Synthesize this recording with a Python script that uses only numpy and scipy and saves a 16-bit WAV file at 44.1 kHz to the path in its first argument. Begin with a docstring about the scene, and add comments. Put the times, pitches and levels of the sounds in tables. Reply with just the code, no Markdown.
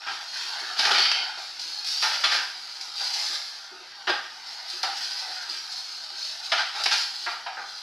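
"""Moving boxes in a tiled room

Large cardboard boxes are tipped, dragged and dropped in a small tiled room. Their panels knock and
flap, and one edge judders over the floor. Plastic wrapping crinkles and snaps as it is pulled about,
cardboard rubs on cardboard, and soft footfalls cross the tiles over a steady hush.
The microphone, a phone a few metres away, hears mostly the room."""
import sys
import numpy as np
from scipy import signal
from scipy.fft import rfft, irfft
from scipy.io import wavfile
from scipy.ndimage import uniform_filter1d

SR = 44100
rng = np.random.default_rng(int(sys.argv[2]) if len(sys.argv) > 2 else 0)


def wav_out(sig):
    """Save sig, one row per channel (or a flat mono array), as 16-bit PCM at SR to the path in sys.argv[1]."""
    wavfile.write(sys.argv[1], SR, np.round(np.clip(np.atleast_2d(sig).T, -1, 1) * 32767).astype(np.int16))


N = 344862
TIME = np.arange(N) / SR


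# air pumped inside a box: (frequency [Hz], relative level [dB])
THUMP_SPECTRUM = [(40, -25), (120, -23), (250, -9), (370, 0), (530, 0.5), (700, -9), (3000, -40)]
# blows on the boxes: (time [s], panel level [dB], favoured pitch [Hz], edge crack [dB re panel],
# air thump [dB re panel], settling time [s])
BOX_BLOWS = [(0.065, -26.5, 1540, -1.5, -21, 0.037), (0.791, -26, 1500, 9.5, -14.5, 0.011),
             (0.853, -20.5, 1940, 2, -19, 0.0073), (0.870, -20.5, 1300, -19, -19, 0.02),
             (0.911, -19.5, 1190, 2.5, -15, 0.0093), (0.944, -20, 2140, 0, -26, 0.018),
             (0.981, -23.5, 1500, 6.5, -18.5, 0.012), (1.055, -24.5, 1490, 2.5, -35, 0.0087),
             (1.117, -26, 1580, 5, -24.5, 0.0035), (1.375, -37.5, 836, -7, -16, 0.009),
             (2.024, -19, 1350, -4, -24.5, 0.043), (2.238, -18.5, 1600, 4.5, -27, .017),
             (2.313, -20, 1560, 1, -24, 0.035), (3.004, -36.5, 810, -2, -15, 0.015),
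             (4.072, -19.5, 1470, -2.5, -17, 0.023), (4.094, -20.5, 1300, -1.5, -12, 0.012),
             (4.831, -23, 980, -1.5, -22.5, 0.038), (6.519, -16, 1600, 0, -28, 0.015),
             (6.577, -20.5, 1370, -0.5, -30, 0.031), (6.861, -21, 1810, 3.5, -22, 0.0047),
             (6.911, -21.5, 1520, 5, -25, 0.024), (7.263, -21.5, 1327, -10, -26, 0.032),
             (7.463, -27.5, 955, -6, -41, 0.019), (7.568, -28, 1050, -16, -21.5, 0.028)]

def knocks():
    """Each blow rings the panels, cracks at the stiff edge and pumps the air in the box."""
    yield_s = 0.0035   # soft cardboard starts to give before the blow lands
    out, thump = np.zeros(N), response(THUMP_SPECTRUM)
    for start, db, centre_hz, crack_db, thump_db, settle_s in BOX_BLOWS:
        panel = panel_tone(centre_hz, focus_db=28.5)
        crack = edge_crack(crack_db)
        rise_s = min(0.3 * settle_s, 0.0041)
        # the air comes to rest a little later than the cardboard
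        for part, part_db, stretch in ((panel, 0, 1), (crack, crack_db, 1), (thump, thump_db, 1.12)):
            force = contact(stretch * settle_s, stretch * rise_s, per_s=4000, weight_s=0.011)
            add(out, start - yield_s, from_db(db + part_db) * through(force, part))
    return out


# resonances of the box panels: (frequency [Hz], width [Hz], relative level [dB])
PANEL_RESONANCES = [(680, 68, -22), (810, 43, 6.5), (935, 110, -3), (1256, 270, 12.5), (1435, 81, 13.5),
                    (1588, 55, 16), (1720, 180, 6.5), (1824, 130, 10.5), (2220, 390, -34), (2260, 180, 16),
                    (2600, 43, -14)]
# overall colour of a panel: (frequency [Hz], relative level [dB])
PANEL_SPECTRUM = [(100, -7), (300, -29), (550, -3), (720, 3), (2500, -0.5), (4000, -24), (9000, -34)]

def panel_tone(centre_hz, focus_db):
    """The hardness of a blow favours the modes round one pitch, by `focus_db` per squared octave."""
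    modes = [(hz, width, db - focus_db * np.log2(hz / centre_hz) ** 2)
             for hz, width, db in PANEL_RESONANCES]
    rings = ringing(modes, detune=0.02, uneven_db=2.0)
    return unit_energy(through(rings, response(PANEL_SPECTRUM)))


# a struck box edge: (frequency [Hz], relative level [dB])
CRACK_SPECTRUM = [(1200, -58.5), (2150, -4.5), (3100, 3), (3900, 1.5), (5100, 3.5), (7000, -20),
                  (11000, -29), (15500, -61)]

def edge_crack(crack_db):
    """The stiff edge cracks; a weak crack comes from a soft contact, so it is duller too."""
    treble_db = 0.77 * (crack_db - 4.0)
    edge = response([(hz, db + treble_db * np.clip(np.log2(hz / 3000), 0, 1))
                     for hz, db in CRACK_SPECTRUM])
    return unit_energy(edge + 0.28 * through(edge, folds()))


# a box edge crossing the tiles: (time [s], level [dB])
DRAG_LEVEL = [(0.88, -70), (0.94, -28), (1.0, -23), (1.06, -22), (1.12, -28.5), (1.19, -28.5), (1.25, -35),
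              (1.33, -77)]
# resonances of that edge: (frequency [Hz], width [Hz], relative level [dB])
EDGE_RESONANCES = [(1470, 120, -14), (2000, 60, -16), (2200, 48, 9), (2467, 40, 10), (3110, 180, 11),
                   (3690, 80, 4), (4510, 150, 12.5), (5300, 80, -9)]
# its overall colour: (frequency [Hz], relative level [dB])
EDGE_SPECTRUM = [(300, -27), (1000, 6), (5400, 13), (7000, -21), (11000, -32), (15000, -21)]

def drag(slips_per_s=170):
    """The edge sticks and slips on the floor at an unsteady rate, and each slip rings it."""
    slip_rate = slips_per_s * from_db(3.5 * drift(250))
    slips = np.diff(np.floor(np.cumsum(slip_rate) / SR), prepend=0)
    judder = rms_one(slips * from_db(2 * drift(200)))
    force = judder + 0.69 * grains(4000, spread_db=0.5)
    rings = through(force, ringing(EDGE_RESONANCES, detune=0, uneven_db=0))
    return from_db(in_time(DRAG_LEVEL)) * rms_one(through(rings, response(EDGE_SPECTRUM)))


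# plastic film: (frequency [Hz], relative level [dB])
FILM_SPECTRUM = [(200, -39.5), (700, -26.5), (2200, -13.5), (3500, -7), (4300, 1), (4950, 2), (5900, -8),
                 (7100, -18), (11000, -26), (15500, -42)]
# pulls on the film: (time [s], length [s], level [dB])
FILM_PULLS = [(0.06, 0.086, -40), (0.32, 0.44, -34), (0.76, 0.29, -28.5), (1.37, 0.11, -39),
              (1.59, 0.31, -34), (1.85, 0.38, -28), (2.0, 0.035, -21.5), (2.3, 0.038, -24.5),
              (2.95, .16, -28.5), (3.12, .23, -27.5), (4.44, 0.12, -39.5), (4.67, 0.066, -34),
              (4.95, 0.26, -32), (5.29, 0.084, -38), (5.48, 0.052, -31.5), (5.7, 0.083, -34.5),
              (5.89, 0.038, -38), (6.16, 0.12, -32.5), (6.42, 0.044, -35), (6.74, .1, -33),
              (6.83, 0.024, -33), (6.9, 0.13, -27), (7.12, .2, -35)]
# the film stirring between pulls: (time [s], level [dB])
FILM_STIRRING = [(0, -45), (0.3, -38), (1.5, -41.5), (2.6, -39.5), (3.45, -38), (3.75, -48), (4.4, -44.5),
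                 (4.9, -37.5), (7.1, -40), (7.5, -47), (7.7, -40)]
# its sharp snaps: (time [s], level [dB])
FILM_SNAPS = [(1.593, -29.5), (1.844, -27.5), (1.871, -31), (2.809, -30), (4.699, -30), (4.829, -22),
              (5.542, -31), (6.836, -20)]

def film():
    """Pulled film buckles in clumps of tiny snaps, with a sharper one now and then."""
    stirring_db = in_time(FILM_STIRRING)
    gain = strokes(FILM_PULLS, attack_s=0.026, release_s=0.039, sag_db_per_s=15, rest_db=stirring_db)
    buckles = grains(2600 * from_db(3 * drift(45)), spread_db=1.5)
    crinkle = gain * rustle(buckles, FILM_SPECTRUM, ring=0.45, shifts_per_s=14)
    return crinkle + taps(FILM_SNAPS, FILM_SPECTRUM, settle_s=0.009, weight_s=0.008)


# cardboard sliding on cardboard: (time [s], length [s], level [dB])
BOX_SLIDES = [(0, 0.23, -42), (0.32, 1, -37), (0.79, 0.16, -28), (1.16, 0.045, -41.5), (1.37, 0.05, -43),
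              (2.04, 0.14, -33.5), (2.29, 0.12, -32), (2.98, 0.38, -40.5), (4.45, 0.62, -48.5),
              (4.95, 0.63, -42), (6.25, 0.86, -49), (6.74, 0.063, -32)]
# colour of that friction: (frequency [Hz], relative level [dB])
RUB_SPECTRUM = [(100, -41.5), (250, -20), (360, -15.5), (520, -11), (760, 0), (1500, 9), (2300, 0),
                (3500, 3), (6000, -7.5), (15000, -80)]

def rubbing():
    """Sliding cardboard rubs in denser, duller grains than film; the leaning boxes chafe all the time."""
    gain = strokes(BOX_SLIDES, attack_s=0.015, release_s=0.035, sag_db_per_s=1.5, rest_db=-48.5)
    friction = grains(3000 * from_db(3 * drift(30)), spread_db=4.5)
    return gain * rustle(friction, RUB_SPECTRUM, ring=1.0, shifts_per_s=12)


# soft footfalls and nudges: (time [s], level [dB])
FOOTFALLS = [(0.61, -47), (1.199, -49), (1.647, -51), (3.295, -50), (3.713, -47), (3.799, -52),
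             (4.732, -51), (5.288, -55), (5.483, -52), (6.107, -54)]
# a foot on the tiles: (frequency [Hz], relative level [dB])
STEP_SPECTRUM = [(60, -37), (180, -21), (340, 5), (480, -1), (900, -20), (3000, -52)]

def footfalls():
    """Feet land softly on the tiles, each a dull cluster of touches."""
    return taps(FOOTFALLS, STEP_SPECTRUM, settle_s=0.03, weight_s=0.0067)


# room tone: (frequency [Hz], relative level [dB])
HUSH_SPECTRUM = [(20, -0.5), (70, -18), (160, -7.5), (350, -3), (600, -7), (850, 2.5), (1500, 12),
                 (2200, -32), (4700, 4), (7000, -27), (15500, -31)]

def hush(level_db=-54):
    """Steady, faint noise fills the room behind the handling."""
    return from_db(level_db) * through(rng.standard_normal(N), response(HUSH_SPECTRUM))


# decay of the small tiled room: (frequency [Hz], time to fall 60 dB [s])
ROOM_DECAY = [(150, 0.52), (400, 0.36), (800, 0.47), (1600, 0.55), (3200, 0.57), (6000, 0.53),
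              (14000, 0.63)]

def reverberation(size=32000):
    """Dense wall reflections, dying band by band; energy 1."""
    t, hz = TIME[:size], np.fft.rfftfreq(size, 1 / SR)
    white, out = rfft(rng.standard_normal(size)), 0
    centres, decays = np.transpose(ROOM_DECAY)
    for t60, this_band in zip(decays, np.eye(len(centres))):
        band = irfft(white * at_hz(list(zip(centres, this_band)), hz), size)
        out = out + band * np.exp(-np.log(1000) * t / t60)
    onset = np.clip(t / 0.0012 - 0.5, 0, 1)
    return unit_energy(out * onset)


def room(x, direct_db, side_db):
    """Direct sound arrives centred; reflections shift as the source moves, and differ left and right."""
    walls = wandering(x, reverberation, shifts_per_s=18, count=7)
    direct = from_db(direct_db)
    mid = (direct * x + walls) / np.hypot(1, direct)
    side = from_db(side_db) * through(x, reverberation())
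    return np.array([mid + side, mid - side])


def contact(settle_s, rise_s, per_s, weight_s, size=12000):
    """A cluster of touches builds and dies, carrying the energy of `weight_s` seconds at level 1."""
    t = TIME[:size]
    envelope = np.exp(-t / settle_s) * (1 - np.exp(-t / rise_s)) ** 2
    return unit_energy(grains(per_s, spread_db=2.67, size=size) * envelope) * np.sqrt(weight_s * SR)


def taps(rows, spectrum, settle_s, weight_s):
    """Small contacts that share one colour."""
    force = np.zeros(N)
    for start, db in rows:
        add(force, start, from_db(db) * contact(settle_s, rise_s=0.00071, per_s=3000, weight_s=weight_s))
    return through(force, response(spectrum))


def ringing(modes, detune, uneven_db, size=4096):
    """Impulse response of damped modes; pitch and strength depend on where the box is touched."""
    t, out = TIME[:size], 0
    for hz, width, db in modes:
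        strength = width * from_db(db + uneven_db * rng.standard_normal())
        pitch = hz * (1 + detune * rng.standard_normal())
        out = out + strength * np.exp(-np.pi * width * t) * np.cos(2 * np.pi * pitch * t)
    return unit_energy(out)


def strokes(rows, attack_s, release_s, sag_db_per_s, rest_db):
    """Gain of hand strokes over a resting level: each builds, sags while it lasts and dies away."""
    power = from_db(rest_db) ** 2
    for start, length, db in rows:
        t = np.maximum(TIME - start, 0)
        attack = np.minimum(t / attack_s, 1)
        release = np.exp(-np.clip((t - length) / release_s, 0, 20))
        level = from_db(db - sag_db_per_s * np.minimum(t, length))
        power = power + (attack * release * level) ** 2
    return np.sqrt(power)


def rustle(force, spectrum, ring, shifts_per_s):
    """Grains excite a sheet whose resonances shift as it bends; rms near 1 over each tenth of a second."""
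    resonant = wandering(force, folds, shifts_per_s, count=10)
    sound = through(force + ring * resonant, response(spectrum))
    return sound / np.sqrt(uniform_filter1d(sound ** 2, size=SR // 10) + 1e-12)


def folds(decay_s=0.0014, size=1024):
    """The many short, broad resonances of a creased sheet; energy 1."""
    age = TIME[:size] / decay_s
    return unit_energy(rng.standard_normal(size) * np.sqrt(age) * np.exp(-age))


def grains(per_s, spread_db, size=N):
    """Random tiny slips of uneven strength; rms 1."""
    strength = from_db(spread_db * np.minimum(rng.exponential(1, size), 4))
    sign = rng.choice([-1, 1], size)
    slipping = rng.random(size) < per_s / SR
    return rms_one(strength * sign * slipping)


def wandering(x, make_response, shifts_per_s, count):
    """A moving source passes from one random response to the next at even power."""
    shares = np.array([drift(shifts_per_s) for _ in range(count)])
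    shares = shares / np.linalg.norm(shares, axis=0)
    return sum(through(x * share, make_response()) for share in shares)


def drift(per_s):
    """A curve gliding between random values of spread 1, `per_s` of them a second (up to 400)."""
    knots = rng.standard_normal(int(N / SR * 400))
    return np.interp(TIME * per_s, np.arange(len(knots)), knots)


def response(spectrum, size=4096):
    """Causal (minimum-phase) impulse response with this spectrum; energy 1."""
    magnitude = from_db(at_hz(spectrum, np.fft.rfftfreq(size, 1 / SR)))
    cepstrum = irfft(np.log(magnitude))
    cepstrum[1:size // 2] *= 2
    cepstrum[size // 2 + 1:] = 0
    return unit_energy(irfft(np.exp(rfft(cepstrum))))


def through(x, impulse):
    """Pass a signal through an impulse response."""
    return signal.fftconvolve(x, impulse)[:len(x)]


def add(track, start_s, sound):
    """Mix a sound into a track."""
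    start = max(int(start_s * SR), 0)
    track[start:start + len(sound)] += sound[:N - start]


def in_time(points):
    """Read a (time, value) table at every sample."""
    return np.interp(TIME, *np.transpose(points))


def at_hz(points, hz):
    """Read a (frequency, value) table on a log-frequency axis."""
    frequencies, values = np.transpose(points)
    return np.interp(np.log(np.maximum(hz, 1)), np.log(frequencies), values)


def from_db(db):
    """Decibels to gain."""
    return 10 ** (np.asarray(db) / 20)


def rms_one(x):
    """Scale to rms 1."""
    return x / np.sqrt(np.mean(x ** 2) + 1e-20)


def unit_energy(x):
    """Scale so that the squares sum to 1."""
    return x / np.sqrt(np.sum(x ** 2) + 1e-20)


def scene():
    """Boxes, wrapping and feet over a steady hush, heard from a few metres across the room."""
    bumps = room(knocks() + drag() + footfalls(), direct_db=-1.0, side_db=-18.5)
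    rustles = room(hush() + rubbing() + film(), direct_db=0.5, side_db=-16.5)
    return bumps + rustles


# colour of the phone's microphone and its port: (frequency [Hz], width [Hz], gain [dB])
MICROPHONE_BANDS = [(366, 28, 4.5), (434, 23, -4.5), (796, 278, 9), (1082, 104, -11), (4600, 1400, 1),
                    (9170, 1260, -7), (10320, 1200, 4)]
CUTOFF_HZ = 15700

def record(dry):
    """The phone's microphone port adds peaks and notches; the top is cut."""
    out = dry
    for hz, width, db in MICROPHONE_BANDS:
        angle, height = 2 * np.pi * hz / SR, from_db(db / 2)
        damp = np.sin(angle) * width / (2 * hz)
        feedforward = [1 + damp * height, -2 * np.cos(angle), 1 - damp * height]
        feedback = [1 + damp / height, -2 * np.cos(angle), 1 - damp / height]
        out = signal.lfilter(feedforward, feedback, out)
    lowpass = signal.ellip(12, 0.1, 80, CUTOFF_HZ, fs=SR, output="sos")
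    return signal.sosfilt(lowpass, out)


dry = scene()
out = record(dry)
wav_out(out)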